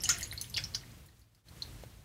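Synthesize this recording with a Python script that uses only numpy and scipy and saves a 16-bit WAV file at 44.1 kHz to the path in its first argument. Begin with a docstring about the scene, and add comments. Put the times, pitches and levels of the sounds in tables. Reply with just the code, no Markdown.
"""Water runs from a jar through a sieve into a steel bowl: trapped bubbles ping, tiny ones fizz, and noise
bursts crack where drops land hard; the bowl and a small kitchen echo them as a decaying noise tail.
Early on, air in the emptying jar hums as a narrow sinking tone. The flow slows to single drips and stops;
near the end something knocks once, a short low ping with a snap of noise. Behind it all, filtered noise
makes the room's rumble, hiss and hum, whose level sinks for a while after the first second and returns."""
import sys
import numpy as np
from scipy import signal
from scipy.fft import rfft, irfft
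from scipy.io import wavfile

SR = 44100
rng = np.random.default_rng(int(sys.argv[2]) if len(sys.argv) > 2 else 0)


def transcribe(signal):
    """Save signal, clipped to [-1, 1], as a 16-bit WAV file at the path in sys.argv[1]."""
    frames = np.atleast_2d(signal).T
    limited = np.clip(frames, -1, 1)
    pcm = np.round(limited * 32767).astype(np.int16)
    wavfile.write(sys.argv[1], SR, pcm)


def field_ratio(decibels):
    """Amplitude ratio for a level in dB (20 dB per decade); scalars and array-likes work."""
    return 10 ** (np.asarray(decibels, dtype=float) / 20)


N = 90052  # length of the scene in samples

# Bubbles trapped by drops: (time [s], peak level [dB], starting pitch [Hz], ring down to -60 dB [cycles])
BUBBLES = [(0.0054, -35, 5500, 39), (0.0209, -38, 11400, 52), (0.0363, -32, 9470, 51),
           (0.0366, -27.5, 7400, 25), (0.0368, -31, 4900, 20.5), (0.0372, -31.5, 5970, 31.5),
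           (0.0438, -24.5, 6400, 31), (0.0548, -33.5, 2930, 47.5), (0.0555, -29, 6650, 33.5),
           (0.0907, -29, 8880, 63), (0.0909, -19, 5180, 10.5), (0.0912, -23, 7000, 31),
           (0.0915, -30.5, 4070, 15), (0.0917, -37, 1913, 43), (0.0922, -30, 1390, 29.5),
           (0.0945, -35.5, 2660, 34.5), (0.0974, -18, 6460, 38.5), (0.1015, -20, 6840, 37.5),
           (0.1134, -26.5, 6180, 34), (0.1231, -39.5, 2480, 23), (0.1235, -38.5, 3840, 23),
           (0.133, -32.5, 5500, 36), (0.1421, -36, 2480, 22), (0.1625, -43.5, 1850, 24),
           (0.1764, -43, 10060, 56), (0.1835, -52, 10500, 65), (0.2089, -41, 12100, 58),
           (0.2105, -44, 2000, 3), (0.2199, -39.5, 1945, 26), (0.2289, -32.5, 4500, 30),
           (0.2294, -27.5, 6670, 36), (0.2563, -52, 12900, 62), (0.2733, -43, 10400, 63),
           (0.3127, -37, 3980, 39), (0.3192, -39.5, 9500, 73), (0.3262, -37.5, 2020, 9),
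           (0.3324, -39.5, 12200, 55), (0.3775, -31, 4270, 23), (0.3974, -43.5, 4430, 40),
           (0.4125, -29.5, 10000, 41.5), (0.413, -36.5, 4200, 20.5), (0.4135, -37, 6100, 38.5),
           (0.4978, -43, 11850, 64.5), (0.4993, -49.5, 6240, 42), (0.5382, -44.5, 9750, 72),
           (0.5415, -36, 3430, 22), (0.5432, -26.5, 4500, 27), (0.5648, -31, 3420, 24),
           (0.5651, -31.5, 2840, 45), (0.5702, -22, 4680, 5), (0.5711, -26, 5370, 26),
           (0.5757, -26, 4570, 26), (0.5791, -27.5, 2424, 13), (0.5795, -31, 3380, 54),
           (0.58, -36.5, 1680, 15), (0.6379, -41, 4170, 35.5), (0.6392, -28, 5470, 35),
           (0.7392, -40, 4500, 26.5), (0.7471, -22, 4680, 11.5), (0.7482, -39.5, 3170, 28),
           (0.7485, -36.5, 1730, 3), (0.7493, -26.5, 5640, 23.5), (1.0859, -60, 4080, 33),
           (1.088, -62.5, 1850, 24.5), (1.2096, -64, 10640, 62), (1.2161, -58.5, 4500, 21.5),
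           (1.3483, -59.5, 4730, 13.5), (1.485, -52.5, 4270, 20), (1.6218, -28, 4110, 23.5),
           (1.6235, -46, 6140, 30)]
# Cracks of drops landing hard, and last the snap of the knock:
# (time [s], level [dB], centre of the spectrum [Hz])
CRACKS = [(0.0361, -26.5, 5500), (0.0899, -19, 4500), (0.1232, -37, 3500), (0.1843, -32.5, 9000),
          (0.209, -33, 6000), (0.2288, -34, 7000), (0.3255, -36, 2480), (0.3752, -43, 5000),
          (0.4128, -29.5, 7900), (0.4986, -44, 9000), (0.54, -39, 3500), (0.5638, -39, 3500),
          (0.5700, -34, 6000), (0.5768, -33, 2500), (0.6372, -42, 7000), (0.7486, -34, 5000),
          (1.061, -46.5, 12500), (1.1933, -55, 11000), (1.348, -57, 5000), (1.486, -50.5, 7000),
          (1.6213, -45, 7000), (1.836, -46, 1950)]
# Fizz of tiny bubbles while the water flows: (time [s], level of the quietest [dB])
FIZZ_LEVEL = [(0, -65), (.035, -58), (.045, -54.5), (.085, -50), (.11, -51), (.16, -56), (.2, -54),
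              (.26, -61), (.3, -71.5), (.45, -63), (.53, -75), (.6, -58), (.7, -71), (.8, -66), (1.0, -86)]
# How long the echo rings at each pitch: (frequency [Hz], time to fall 60 dB [s])
ECHO_T60 = [(500, 0.25), (1500, 0.19), (3000, 0.18), (7000, 0.14), (14000, 0.23)]
# Tone colour of the echo tail: (frequency [Hz], relative level [dB])
ECHO_COLOUR = [(500, 7.5), (1500, -0.5), (3000, -5.5), (7000, 1), (14000, 0)]
# Distinct returns from the bowl's far wall: (delay [s], level against the direct sound [dB])
BOWL_WALL = [(0.00098, 0), (0.0047, -14)]
# Air humming in the emptying jar: (time [s], pitch [Hz], level [dB])
JAR_AIR = [(0.02, 777, -73), (0.05, 761, -56.5), (0.121, 713, -58.5), (0.22, 676, -57), (0.27, 640, -76)]
# A dull knock: (time [s], peak level [dB], starting pitch [Hz], ring down to -60 dB [cycles])
KNOCK = [(1.8384, -37.5, 537, 3.3)]
# Spectrum of the room's rumble and hiss: (frequency [Hz], relative level per Hz [dB])
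AIR_COLOUR = [(15, -55.5), (30, -26.5), (38, -16), (47, 1), (80, -1.5), (108, -3), (277, -18.5),
              (326, -16.5), (373, -21), (463, -22), (840, -26), (3720, -29), (14800, -35.5), (16000, -37.5)]
# Loudness of the rumble and hiss: (time [s], rms level [dB])
AIR_LEVEL = [(0, -48.5), (.1, -45.5), (.3, -49), (.5, -52.5), (.6, -47), (.8, -52.5), (.95, -52.5),
             (1.02, -54), (1.1, -60), (1.2, -62), (1.3, -68.5), (1.39, -66), (1.435, -73), (1.47, -58),
             (1.52, -53), (1.64, -48.5), (1.8, -50.5), (2.04, -58)]

# Pings: swell in cycles, and climb of the phase by the end of the ring, as a fraction
RISE_CYCLES, GLIDE = 1.5, 0.021
# Cracks: time to fall to 1/e, and width of the spectrum
CRACK_S, CRACK_OCTAVES = 0.0016, 1.5
# Fizz: mean rate, middle pitch, spread of pitch, ring, and spread of loudness
FIZZ_PER_S, FIZZ_HZ, FIZZ_OCTAVES, FIZZ_CYCLES, FIZZ_SCATTER_DB = 1400, 4500, 0.75, 11, 3
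# Echo: kitchen level, silence before the tail, and lumpiness (0 = smooth)
KITCHEN_DB, ECHO_GAP_S, ECHO_LUMPINESS = -0.5, 0.0012, 0.44
BOWL_DB, BOWL_T60_S = -4, 0.034
JAR_WIDTH_HZ = 51
# Room: rms depth and top rate of the flicker; the hum's level is against the rumble and hiss
AIR_FLICKER_DB, AIR_FLICKER_HZ = 1, 30
HUM_HZ, HUM_WIDTH_HZ, HUM_DB = 113.5, 34, -8
MIC_TOP_HZ = 15600


def curve(table, x, log=False):
    """Straight lines between the rows, over a logarithmic x axis if asked."""
    xs, ys = np.array(table, float).T
    if log:
        return np.interp(np.log(x), np.log(xs), ys)
    return np.interp(x, xs, ys)


def unit(x):
    """Scale to rms 1."""
    return x / np.sqrt(np.mean(x ** 2))


def coloured(gain, size):
    """White noise filtered so that gain(Hz) shapes its spectrum."""
    hz = np.maximum(np.fft.rfftfreq(size, 1 / SR), 1)
    return irfft(rfft(rng.standard_normal(size)) * gain(hz), size)


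def add(out, s, sound):
    """Lay a sound into the track at s seconds."""
    i = max(int(s * SR), 0)
    out[i:i + len(sound)] += sound[:len(out) - i]


def ping(db, hz, cycles):
    """A bubble rings as a sine that swells in a cycle or two, climbs a little and dies away."""
    turns = np.arange(int(cycles / hz * SR) + 2) * hz / SR
    swell = (1 - np.exp(-turns / RISE_CYCLES)) ** 2
    decay = np.exp(-np.log(1000) * turns / cycles)
    shape = swell * decay
    phase = 2 * np.pi * turns * (1 + GLIDE * turns / cycles)
    return field_ratio(db) * shape / shape.max() * np.sin(phase)


def ring_out(table):
    """Lay out a table of pings, each started early to leave room for its swell."""
    out = np.zeros(N)
    for s, db, hz, cycles in table:
        add(out, s - RISE_CYCLES / hz, ping(db, hz, cycles))
    return out


def drops_and_snap():
    """Bubbles ping at their own pitch; hard landings and the knock's snap crack as decaying noise bursts."""
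    out = ring_out(BUBBLES)
    t = np.arange(400) / SR
    for s, db, hz in CRACKS:
        burst = coloured(lambda f: np.exp(-(np.log2(f / hz) / CRACK_OCTAVES) ** 2), size=len(t))
        add(out, s, field_ratio(db) * unit(burst) / 2 * np.exp(-t / CRACK_S))
    return out


def fizz():
    """Many tiny bubbles ping at chance moments, pitches and sizes, their level following the flow."""
    out = np.zeros(N)
    chance = rng.random((1500, 3))
    pitch = rng.standard_normal(len(chance))
    gaps = -np.log(chance[:, 0]) / FIZZ_PER_S
    times = np.cumsum(gaps)
    for s, size, p in zip(times, chance[:, 1], pitch):
        if s < FIZZ_LEVEL[-1][0]:
            hz = np.clip(FIZZ_HZ * 2 ** (FIZZ_OCTAVES * p), 1700, 15000)
            db = curve(FIZZ_LEVEL, s) - FIZZ_SCATTER_DB * np.log(size)
            add(out, s, ping(db, hz, FIZZ_CYCLES))
    return out


def decaying(t, db, t60):
    """A fall of 60 dB in t60 seconds, scaled so that a long and a short tail carry like energy."""
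    return field_ratio(db - 60 * t / t60) / np.sqrt(t60 * SR / 14)


def echo(x):
    """The bowl's short tail and the kitchen's longer one: lumpy noise, each band dying at its own rate."""
    t = np.arange(SR // 2) / SR
    tail = 0
    for hz in 250 * 2 ** np.arange(0, 6.1, .5):  # half-octave steps
        band = coloured(lambda f: np.exp(-(np.log2(f / hz) * 2) ** 2), size=len(t))
        kitchen = decaying(t, KITCHEN_DB, curve(ECHO_T60, hz, log=True))
        bowl = decaying(t, BOWL_DB, BOWL_T60_S)
        tail = tail + field_ratio(curve(ECHO_COLOUR, hz, log=True)) * band * (kitchen + bowl)
    lumps = np.abs(unit(coloured(lambda f: f < 900, size=len(t)))) ** ECHO_LUMPINESS
    tail = tail * unit(lumps) * (t > ECHO_GAP_S)
    for s, db in BOWL_WALL:
        tail[int(s * SR)] += field_ratio(db)
    return signal.fftconvolve(x, tail)[:N]


def jar():
    """Air resonating in the jar: a narrow breathy tone that sinks as the jar empties."""
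    s, hz, db = np.array(JAR_AIR).T
    t = np.arange(N) / SR
    waver = unit(coloured(lambda f: 1 / (1 + (f / JAR_WIDTH_HZ * 2) ** 2), size=N))
    phase = 2 * np.pi * np.cumsum(np.interp(t, s, hz)) / SR
    level = field_ratio(np.interp(t, s, db)) * (t < s[-1])
    return waver * np.sin(phase) * level


def knock():
    """The dry, dull thump of the knock: a low ping that dies within a few cycles."""
    return ring_out(KNOCK)


def air():
    """Room rumble and hiss: octave bands of noise that flicker a little, with a wavering low hum."""
    noise = 0
    for hz in 31 * 2 ** np.arange(10):

        def band_gain(f):
            window = np.cos(np.clip(np.log2(f / hz), -1, 1) * np.pi / 2)
            return field_ratio(curve(AIR_COLOUR, f, log=True)) * window

        band = coloured(band_gain, size=N)
        flicker = unit(coloured(lambda f: f < AIR_FLICKER_HZ, size=N))
        noise = noise + band * field_ratio(AIR_FLICKER_DB * flicker)
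    hum = coloured(lambda f: 1 / (1 + ((f - HUM_HZ) / HUM_WIDTH_HZ * 2) ** 2), size=N)
    level = field_ratio(curve(AIR_LEVEL, np.arange(N) / SR))
    return (unit(noise) + field_ratio(HUM_DB) * unit(hum)) * level


def scene():
    """Mix the water and the snap, their echo, the jar, the knock and the room to one channel."""
    wet = drops_and_snap() + fizz()  # all that the bowl and kitchen echo
    mix = wet + echo(wet) + jar() + knock() + air()
    return mix[None]


def band_limit(x):
    """A steep low-pass at the top of the band."""
    return signal.sosfilt(signal.butter(12, 16480, fs=SR, output="sos"), x)


def record(dry):
    """One microphone whose treble ends in a steep elliptic low-pass."""
    steep_top = signal.ellip(8, .2, 60, MIC_TOP_HZ, fs=SR, output="sos")  # 0.2 dB ripple, 60 dB stop
    mic = signal.sosfilt(steep_top, dry)
    return band_limit(mic)


dry = scene()
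out = record(dry)
transcribe(out)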